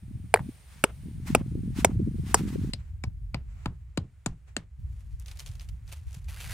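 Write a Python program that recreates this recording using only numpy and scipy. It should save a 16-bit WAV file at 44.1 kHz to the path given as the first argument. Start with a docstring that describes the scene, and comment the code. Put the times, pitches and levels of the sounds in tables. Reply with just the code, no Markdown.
"""Wind buffets the microphone on an open mountain top from start to end. First, sleeves swish as a
hammer drives a tent stake into stony turf with five blows close by. Each is a stony clack, a short ring
of the stake and a sinking thud in the ground. Seven quicker, softer blows follow from behind the tent.
Then the stiff door cloth slides and crinkles shut, and at last a glove brushes over it."""
import sys
import numpy as np
from scipy import signal
from scipy.fft import rfft, irfft, next_fast_len
from scipy.io import wavfile
from scipy.ndimage import uniform_filter1d, map_coordinates

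SR = 44100
rng = np.random.default_rng(int(sys.argv[2]) if len(sys.argv) > 2 else 0)


def wav_record(signal):
    """Record a signal, one row per channel, as 16-bit PCM in the file named by sys.argv[1]."""
    frames = np.transpose(np.atleast_2d(signal))
    bounded = np.clip(frames, -1, 1)
    # unit amplitude maps onto the largest positive 16-bit level
    quanta = np.round(bounded * 32767).astype(np.int16)
    wavfile.write(sys.argv[1], SR, quanta)


N = 287973

# How hard the wind blows: time_s, strength_db
WIND_STRENGTH = [(0, -46.5), (0.15, -37), (0.28, -43.5), (0.45, -41.5), (0.64, -53), (1.0, -41),
                 (1.3, -35.5), (1.7, -34), (1.87, -35.5), (2.0, -31.5), (2.13, -35.5), (2.65, -32.5),
                 (2.8, -41), (3.75, -41), (4.1, -57), (4.45, -47), (4.78, -52.5), (4.795, -41.5),
                 (5.22, -47), (5.7, -41), (6.0, -46.5), (6.53, -38.5)]
# The open air and its rush over the heath: time_s, hiss_db, heath_db
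AIR_LEVELS = [(0, -66.5, -75), (.55, -64, -70), (2.68, -68.5, -70), (2.76, -82.5, -75.5), (3.1, -84, -76.5),
              (4.3, -84, -75.5), (4.73, -88.5, -78), (4.9, -79, -71.5), (6.53, -80.5, -72)]
# Single strong swirls of air hitting the microphone: peak_s, level_db, pitch_hz
BUFFETS = [(0.113, -32.5, 212), (0.157, -24.5, 114), (0.409, -22, 133), (0.492, -25.5, 250),
           (1.305, -17, 226), (1.331, -18, 150), (1.555, -25.5, 321), (1.79, -20.5, 271),
           (1.974, -18.5, 107.3), (2.002, -18.5, 299), (2.411, -23, 280), (2.559, -20.5, 370),
           (2.647, -26, 303), (3.08, -20.5, 88.6), (4.802, -31, 79), (4.853, -25, 74.3), (5.145, -26.5, 60),
           (5.503, -29, 100.2), (5.726, -27, 73), (6.076, -28, 62), (6.172, -32, 125), (6.272, -27, 70)]
# Rumble level compared with the wind strength: near_db, far_db, door_db
RUMBLE_BY_STAGE = (-2.5, 0.5, 3.5)
# Flutter level at the reference wind strength: near_db, far_db, door_db
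FLUTTER_BY_STAGE = (-41.5, -67.5, -76)

# Tone colours of wind rumble, heath, air, sleeves, tent cloth and grit: pitch_hz, level_db
RUMBLE_COLOUR = [(15, -34), (40, -3.5), (62, 2), (90, -4.5), (130, -12), (200, -31.5), (600, -68.5)]
HEATH_COLOUR = [(300, -2.5), (700, -3), (2200, -2.5), (3500, -12), (6000, -15), (7500, -10), (11000, -26.5)]
AIR_COLOUR = [(700, -3), (1200, -9.5), (2200, -4.5), (7400, -12.5), (8700, -4.5), (9500, 0.5),
              (10700, -19.5), (14500, -11), (16000, -22)]
SLEEVE_COLOUR = [(410, -23.5), (750, -3), (2000, -2), (3640, -7), (9480, -10.5), (10900, -16), (14000, -15),
                 (16000, -22)]
CLOTH_COLOUR = [(150, -18), (500, -3), (2500, 0), (7980, -6), (9360, -3.5), (11500, -11.5), (14700, -11),
                (16000, -28)]
GRIT_COLOUR = [(300, -27), (1000, -2.5), (3000, 3), (6000, -8.5), (9000, 0.5), (10300, -2.5), (12000, -2.5),
               (16000, -14.5)]

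# Sleeve swishes, clothes rustling behind the tent, pulls on the door: peak_s, level_db, fall_s
SWISHES = [(0.73, -59.5, 0.12), (1.284, -44, 0.036), (1.776, -44, 0.051), (2.284, -47, 0.051),
           (2.375, -50.5, 0.08), (2.53, -59.5, 0.4)]
FAR_RUSTLES = [(2.81, -68, .1), (3.55, -64, 0.17), (4.485, -65, 0.04)]
DOOR_PULLS = [(5.03, -75.5, 0.51), (5.29, -68, 0.044), (5.905, -59, 0.049), (5.97, -65, 0.042),
              (6.09, -68, 0.039), (6.145, -60, 0.014)]
# Single creases snapping in the door: start_s, level_db, pitch_hz
SNAPS = [(5.197, -41.5, 7750), (5.2595, -40.5, 4540), (5.2819, -38.5, 3800), (5.313, -38.5, 3350),
         (5.372, -44, 4530), (5.39, -41, 6500), (5.3948, -32, 4460), (5.402, -35, 3950),
         (5.4611, -36, 4460), (5.473, -41, 4050), (5.477, -48, 7100), (5.488, -46, 5500),
         (5.514, -48, 5000), (5.553, -49, 4500), (5.596, -39, 3850), (5.608, -42, 2590),
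         (5.615, -54.5, 5020), (5.688, -43.5, 4470), (5.877, -48, 4050), (5.917, -41.5, 2930),
         (6.129, -46, 6000), (6.145, -42, 4900), (6.161, -52, 4940), (6.243, -51, 6030), (6.402, -40, 3000)]
# A glove stroking the door, pressing ever harder: time_s, level_db, rasp_hz
GLOVE_STROKE = [(6.24, -110, 2500), (6.274, -79.5, 2500), (6.286, -50, 2500), (6.335, -53, 1400),
                (6.38, -49, 1898), (6.43, -48, 3190), (6.465, -48, 1920), (6.53, -42.5, 1780)]

# Hammer blows: start_s, thud_hz, thud_db, knock_hz, knock_db, then pitch_hz, level_db for each of
# the four clack tones, which shift as the stake sinks
BLOWS = [(0.3399, 162, -40.5, 673, -14.5, 1560, -28.5, 2220, -18.5, 4400, -36.5, 8800, -26),
         (0.839, 235, -20, 510, -19, 1400, -21, 2600, -21.5, 5200, -38, 8200, -22.5),
         (1.349, 200, -21, 641, -18, 1300, -22, 2770, -21, 5300, -36, 7940, -24),
         (1.8464, 277, -20.5, 674, -16.5, 1360, -24.5, 2690, -24.5, 5670, -32.5, 7600, -18),
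         (2.3432, 267, -30, 693, -18.5, 1360, -20, 3200, -38, 5200, -27, 7980, -16),
         (2.7342, 82.2, -33.5, 327, -45, 1570, -77, 2490, -41.5, 4430, -35.5, 8900, -35.5),
         (3.0375, 93, -34, 758, -44, 1360, -52.5, 2357, -45, 5080, -50, 8150, -50.5),
         (3.3441, 85, -29.5, 717, -40, 1270, -45.5, 2556, -36.5, 4600, -44, 7700, -75),
         (3.658, 102.1, -28.5, 750, -40.5, 1360, -38, 2420, -51.5, 4100, -52, 8400, -48.5),
         (3.9741, 117.1, -25, 773, -38.5, 1420, -44.5, 2640, -41.5, 4280, -42, 7770, -46.5),
         (4.2606, 112.5, -28, 950, -37.5, 1344, -45.5, 2670, -46.5, 4350, -44.5, 7730, -32),
         (4.5655, 165, -37.5, 485, -38, 1660, -38.5, 2615, -44.5, 4140, -44, 7700, -36.5)]
# The four clack tones of hammer head and stake: width_hz, base_decay_s, clean_share (0 to 1)
CLACK_TONES = [(560, 0.016, 0.3), (1020, 0.012, 0), (1330, 0.036, 0), (2370, 0.018, 0)]
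# Stones shaken around the near stake: pitch_hz, level_db, decay_s
STONES = [(440, -5.5, 0.04), (880, -8.5, 0.026)]
# The hammer rattling on the stake after the first blow: start_s, level_db, pitch_hz
BOUNCES = [(0.359, -30, 810), (0.372, -36, 500), (0.392, -43, 790)]
# Pings of the stake: start_s, level_db, pitch_hz
PINGS = [(1.349, -32, 2420), (1.8464, -31.5, 2200), (3.0377, -40, 2264), (4.5655, -39.5, 7590)]
# How long sound lingers among rocks and heath: pitch_hz, decay_s
GROUND_DECAY = [(100, .27), (600, .21), (2000, .15), (8000, .115)]
# The tent blocks the highest treble of the far blows: pitch_hz, gain_db
TENT_SHADE = [(8000, 1.5), (10500, -16)]
# How much louder a blow is on the left than on the right: pitch_hz, balance_db
NEAR_BALANCE = [(200, 4), (800, -2), (1400, -2.5), (2500, 1), (3500, 6.5), (4700, 1), (7500, 5), (10000, 0)]
FAR_BALANCE = [(200, 0), (1200, 4), (3000, 3.5), (4200, 12), (6400, 11), (8800, 0)]
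# How far its wave is ahead on the left: pitch_hz, lead_radians
NEAR_PHASE = [(200, .2), (700, -.45), (1800, -1), (3000, -.2), (3800, -1.3), (4700, -.1), (7500, -3.7),
              (10400, -5.6), (15000, -7.5)]
FAR_PHASE = [(200, 0), (1200, .5), (4000, 2.8), (6000, 5), (8200, 8.4), (15000, 5.4)]

FAR_FROM_S, DOOR_FROM_S = 2.72, 4.78  # the work moves behind the tent, then to the door
EDDY_PEAK_S = .03  # a swirl of air peaks this long after it starts
T = np.arange(SR // 5) / SR  # the clock of one short sound, in seconds


def amp(db):
    """Turn decibels into a gain."""
    return 10 ** (np.asarray(db) / 20)


def unit(x):
    """Scale to an average (rms) level of 1."""
    return x / np.sqrt(np.mean(x ** 2) + 1e-20)


def burst(x):
    """Give a short sound the energy of 10 ms at level 1."""
    return x * np.sqrt(SR / 100 / (np.sum(x ** 2) + 1e-20))


def along(points, hz):
    """Read between the rows of a (pitch_hz, value) table."""
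    pitches, values = np.transpose(points)
    return np.interp(np.log(hz + 1), np.log(pitches + 1), values)


def curves(rows):
    """One value per sample for each column after the time."""
    times, *columns = np.transpose(rows)
    return [np.interp(np.arange(N) / SR, times, column) for column in columns]


def staged(levels):
    """Step smoothly through three values: close by, behind the tent, at the door."""
    stage = np.searchsorted([FAR_FROM_S, DOOR_FROM_S], np.arange(N) / SR)
    return uniform_filter1d(np.array(levels, float)[stage], SR // 25)


def wobble(rate):
    """A smooth curve through `rate` random points a second."""
    points = rng.standard_normal(int(N * rate / SR) + 4)
    at = np.arange(0, len(points) - 1, 1 / 8)
    return np.interp(np.arange(N) * rate / SR, at, map_coordinates(points, [at]))


def filtered(x, response):
    """Multiply each frequency in x by response(hz)."""
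    n = x.shape[-1]
    padded = next_fast_len(n + 2048, real=True)
    return irfft(rfft(x, padded) * response(np.fft.rfftfreq(padded, 1 / SR)), padded)[..., :n]


def coloured(x, colour):
    """Give x a tone colour, at level 1."""
    return unit(filtered(x, lambda hz: amp(along(colour, hz))))


def rush(colour, side_db, grain_db=0):
    """Stereo noise; side_db widens it and grain_db breaks it into tiny grains."""
    noise = rng.standard_normal((2, N)) * (amp(grain_db * wobble(900)) if grain_db else 1)
    mid, side = coloured(noise, colour) * np.array([[1], [amp(side_db)]])
    return unit(np.array([mid + side, mid - side]))


def fade(rise_s, decay_s):
    """Rise quickly, then die away by 60 dB every decay_s."""
    return (1 - np.exp(-(T / rise_s) ** 2)) * np.exp(-np.log(1000) * T / decay_s)


def add(track, start_s, sound):
    """Mix a short sound into a track."""
    i = max(round(start_s * SR), 0)
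    track[..., i:i + sound.shape[-1]] += sound[..., :track.shape[-1] - i]


def eddy(hz, cycles):
    """A swirl of air makes one pointed pressure swing, not quite alike left and right."""
    turns = (T[:round(2 * EDDY_PEAK_S * SR)] - EDDY_PEAK_S) * hz
    phase = rng.uniform(0, 2 * np.pi) + rng.normal(0, 0.52, (2, 1))
    return np.hanning(len(turns)) / (1 + (turns / cycles) ** 2) * np.cos(2 * np.pi * turns + phase)


def flutter(level_db, count):
    """A stream of swirls; stronger gusts make smaller, higher ones."""
    out = np.zeros((2, N))
    for k, (shift, size, pitch) in enumerate(rng.standard_normal((count, 3))):
        i = int(np.clip((k + shift / 2) * N / count, 0, N - 1))
        hz = 140 * amp(.2 * min(level_db[i] + 38, 0) + 4.5 * np.tanh(pitch))
        add(out, i / SR - EDDY_PEAK_S, amp(2.4 * size) * eddy(hz, cycles=.43))
    # the flutter carries little of the deepest bass
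    return amp(level_db) * unit(filtered(out, lambda hz: hz / np.hypot(hz, 131)))


def wind():
    """Wind rumbles, flutters and bumps on the microphone, over the hiss of heath and open air."""
    wind_db, = curves(WIND_STRENGTH)
    hiss_db, heath_db = curves(AIR_LEVELS)
    out = amp(wind_db + staged(RUMBLE_BY_STAGE) + 2 * wobble(13)) * rush(RUMBLE_COLOUR, side_db=-14)
    reference_db, gust_db = -39.5, 2.6
    growth_db = 1.5 * (wind_db - reference_db)  # flutter grows faster than the wind
    out += flutter(staged(FLUTTER_BY_STAGE) + growth_db + gust_db * wobble(13), count=850)
    for peak_s, db, hz in BUFFETS:
        add(out, peak_s - EDDY_PEAK_S, amp(db) * eddy(hz, cycles=.62))
    out += amp(heath_db + 1.5 * wobble(6)) * rush(HEATH_COLOUR, side_db=-7)
    return out + amp(hiss_db + 1.8 * wobble(6.3)) * rush(AIR_COLOUR, side_db=-4.5)


def strokes(rows):
    """Loudness of rubbing cloth: each stroke is a swell on top of a longer, fainter stir."""
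    t = np.arange(0, N / SR, .001)

    def swell(peak_s, fall_s):
        offset = (t - peak_s) / fall_s
        return np.exp(-np.where(offset < 0, offset / .38, offset) ** 2)  # rises faster than it falls

    level = sum(amp(db) * (swell(peak_s, fall_s) + amp(-21) * swell(peak_s, 6 * fall_s))
                for peak_s, db, fall_s in rows)
    return np.interp(np.arange(N) / SR, t, level)


def sleeves():
    """The jacket swishes as the arm swings close by, then rustles softly behind the tent."""
    near = staged([1, 0, 0]) * strokes(SWISHES) * rush(SLEEVE_COLOUR, side_db=-5, grain_db=1)
    far = strokes(FAR_RUSTLES) * rush(HEATH_COLOUR, side_db=-1)
    return amp(2.8 * wobble(41)) * (near + far)


def crinkle(per_second, spread_db):
    """Tiny creases flip at random, each with a click."""
    sizes = amp(spread_db * np.tanh(rng.standard_normal(N)))
    flips = rng.random(N) < per_second / SR
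    directions = rng.choice([-1, 1], N) + 0.23 * rng.standard_normal((2, N))
    click = rng.standard_normal(len(T)) * fade(.0001, 0.0028)
    clicks = signal.fftconvolve(flips * sizes * directions, click[None], axes=1)[:, :N]
    return coloured(clicks, CLOTH_COLOUR)


def snap(pitch_hz, octaves=1.2):
    """One crease gives way with a short, dry tick."""
    colour = lambda hz: 1 / np.hypot(1, (np.log2((hz + 1) / pitch_hz) / octaves * 2) ** 2)
    mid, side = filtered(rng.standard_normal((2, len(T))), colour) * fade(.0006, .018)
    return np.array([burst(mid + side / 2), burst(mid - side / 2)])


def tent_door(settle_s=.16):
    """Stiff cloth slides with a fine crinkle; its creases snap in clusters and settle."""
    jolts, snaps = np.zeros(N), np.zeros((2, N))
    for start_s, db, pitch_hz in SNAPS:
        jolts[round(start_s * SR)] = amp(db - 25)  # the cloth crinkles on faintly after a snap
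        add(snaps, start_s, amp(db - 13) * snap(pitch_hz))  # a snap averages 13 dB below its peak
    fading_jolts = signal.lfilter([1], [1, -np.exp(-np.log(1000) / (settle_s * SR))], jolts)
    creases = crinkle(per_second=220, spread_db=7)
    sliding = rush(CLOTH_COLOUR, side_db=-6.5)
    pulling = strokes(DOOR_PULLS) * (sliding + amp(-2.5) * creases)
    settling = fading_jolts * (creases + amp(4.5) * sliding)
    return snaps + amp(2.97 * wobble(58)) * (pulling + settling)


def glove():
    """A glove brushes the door: hiss, crinkles and a rasp whose pitch follows the hand's speed."""
    level_db, rasp_hz = curves(GLOVE_STROKE)
    hiss = rush(CLOTH_COLOUR, side_db=-12, grain_db=3) + crinkle(per_second=330, spread_db=6)
    level = amp(level_db + 1.5 * wobble(90))
    rasp = unit(wobble(950) * np.sin(2 * np.pi * np.cumsum(rasp_hz) / SR))
    return level * (unit(hiss) + amp(-6) * rasp)


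def placed(x, balance, phase):
    """A sound reaches the two microphone openings with different level and timing."""
    def left_and_right(hz):
        half = amp(along(balance, hz) / 2) * np.exp(.5j * along(phase, hz))
        return np.array([half, 1 / half]) / np.sqrt((abs(half) ** 2 + abs(half) ** -2) / 2)
    return filtered(x, left_and_right)


def with_echoes(blow, ground_db, rock_db, rock_delay_s):
    """A blow, plus a soft tail from the rough ground and a dull echo from a rock."""
    hz, t, noise = signal.stft(rng.standard_normal((2, len(T))), SR, nperseg=512)
    # the tail is noise with the same broad colour as the blow
    energy = np.sum(np.abs(signal.stft(blow, nperseg=512)[2]) ** 2, axis=(0, 2))
    nearby = np.exp(-(np.log((hz + 30) / (hz[:, None] + 30)) / .25) ** 2)
    colour = np.sqrt(nearby @ energy / nearby.sum(1) * 100)[:, None]
    ground = amp(ground_db) * np.exp(-np.log(1000) * t / along(GROUND_DECAY, hz)[:, None])
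    ground /= np.hypot(1, hz[:, None] / 5500)  # the heath swallows treble
    smear = np.exp(-((t - rock_delay_s) / .011) ** 2)
    rock = amp(rock_db) * smear / (1 + (hz[:, None] / 3500) ** 2)
    tail = signal.istft(noise * colour * (ground + rock), SR, nperseg=512)[1][:, :len(T)]
    tail *= 1 - np.exp(-T / 0.00077)
    mid, side = tail * np.array([[1], [.5]])
    return blow + np.array([mid + side, mid - side])


def sinking(hz, glide, glide_s, rise_s, decay_s):
    """A fading tone whose pitch sinks to hz as the soil gives way."""
    phase = 2 * np.pi * np.cumsum(hz * (1 + glide * np.exp(-T / glide_s))) / SR
    return burst(np.sin(phase) * fade(rise_s, decay_s))


def shake(hz, width_hz, rise_s, decay_s):
    """A gritty hit shakes something into a fading band of noise around hz."""
    band = filtered(rng.standard_normal(len(T)), lambda f: 1 / (1 + (2 * (f - hz) / width_hz) ** 4))
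    return burst(band * fade(rise_s, decay_s))


def crunch(rise_s, decay_s):
    """The bright crunch of grit where the hammer lands."""
    return burst(coloured(rng.standard_normal(len(T)), GRIT_COLOUR) * fade(rise_s, decay_s))


def clack(tones, damping, crunch_db):
    """Hammer head and stake ring very briefly over the crunch."""
    pitches, levels = tones[::2], tones[1::2]
    out = amp(np.mean(levels) + crunch_db) * crunch(rise_s=0.00048, decay_s=0.014)
    for hz, db, (width_hz, base_decay_s, clean_share) in zip(pitches, levels, CLACK_TONES):
        clean = burst(np.sin(2 * np.pi * hz * T + rng.uniform(0, 2 * np.pi)) * fade(.0006, .005))
        gritty = shake(hz, width_hz, .0006, base_decay_s / damping)
        out += amp(db) * burst(np.sqrt(clean_share) * clean + np.sqrt(1 - clean_share) * gritty)
    return out


def stake_pings():
    """The stake rings on briefly when it sits firmly against stone."""
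    out = np.zeros((2, N))
    for start_s, db, hz in PINGS:
        position = (NEAR_BALANCE, NEAR_PHASE) if start_s < FAR_FROM_S else (FAR_BALANCE, FAR_PHASE)
        ping = amp(db) * burst(np.sin(2 * np.pi * hz * T) * fade(0.00085, 0.017))
        add(out, start_s, placed(ping, *position))
    return out


def far_blows():
    """Blows behind the tent, in softer turf: a deeper thud, quaking ground and more echo."""
    out = np.zeros((2, N))
    for start_s, thud_hz, thud_db, knock_hz, knock_db, *tones in BLOWS:
        if start_s > FAR_FROM_S:
            thud = amp(thud_db) * sinking(thud_hz, glide=3.9, glide_s=.00483, rise_s=.0027, decay_s=.12)
            knock = amp(knock_db) * shake(knock_hz, width_hz=670, rise_s=.0013, decay_s=.047)
            blow = thud + knock + clack(tones, damping=1, crunch_db=7.5)
            blow = filtered(blow, lambda hz: amp(along(TENT_SHADE, hz)))
            blow = placed(blow, FAR_BALANCE, FAR_PHASE)
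            add(out, start_s, with_echoes(blow, ground_db=-16.5, rock_db=-42, rock_delay_s=.068))
            quake = shake(hz=83, width_hz=173, rise_s=.023, decay_s=.25)
            add(out, start_s, amp(thud_db - 1.5) * quake)
    return out


def near_blows():
    """Hard blows close by shake the stones; after the first, the hammer rattles on the stake."""
    out = np.zeros((2, N))
    for start_s, thud_hz, thud_db, knock_hz, knock_db, *tones in BLOWS:
        if start_s < FAR_FROM_S:
            thud = sinking(thud_hz, glide=.95, glide_s=.00087, rise_s=.0035, decay_s=.0068)
            knock = sinking(knock_hz, glide=.5, glide_s=.0012, rise_s=.0012, decay_s=.015)
            stones = sum(amp(db) * shake(hz, hz / 3, .0025, decay_s) for hz, db, decay_s in STONES)
            blow = amp(thud_db) * thud + amp(knock_db) * (knock + stones)
            blow += clack(tones, damping=.9, crunch_db=-.5)
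            blow = placed(blow, NEAR_BALANCE, NEAR_PHASE)
            add(out, start_s, with_echoes(blow, ground_db=-26, rock_db=-38, rock_delay_s=.061))
    for start_s, db, hz in BOUNCES:
        tap = sinking(hz, glide=.61, glide_s=.0016, rise_s=.0015, decay_s=.012)
        tap += amp(-2) * shake(hz=1200, width_hz=1800, rise_s=.001, decay_s=.011)
        tap += amp(-19) * crunch(rise_s=.0009, decay_s=.025)
        add(out, start_s, amp(db) * tap)
    return out


def scene():
    """Hammering, clothes and tent in the mountain wind."""
    return near_blows() + far_blows() + stake_pings() + wind() + sleeves() + tent_door() + glove()


def record(dry):
    """Round off the loudest peaks and cut the treble above 16200 Hz."""
    rounded = dry / (1 + np.abs(dry) ** 6) ** (1 / 6)
    return filtered(rounded, lambda hz: 1 / (1 + (hz / 16200) ** 120))


dry = scene()
out = record(dry)
wav_record(out)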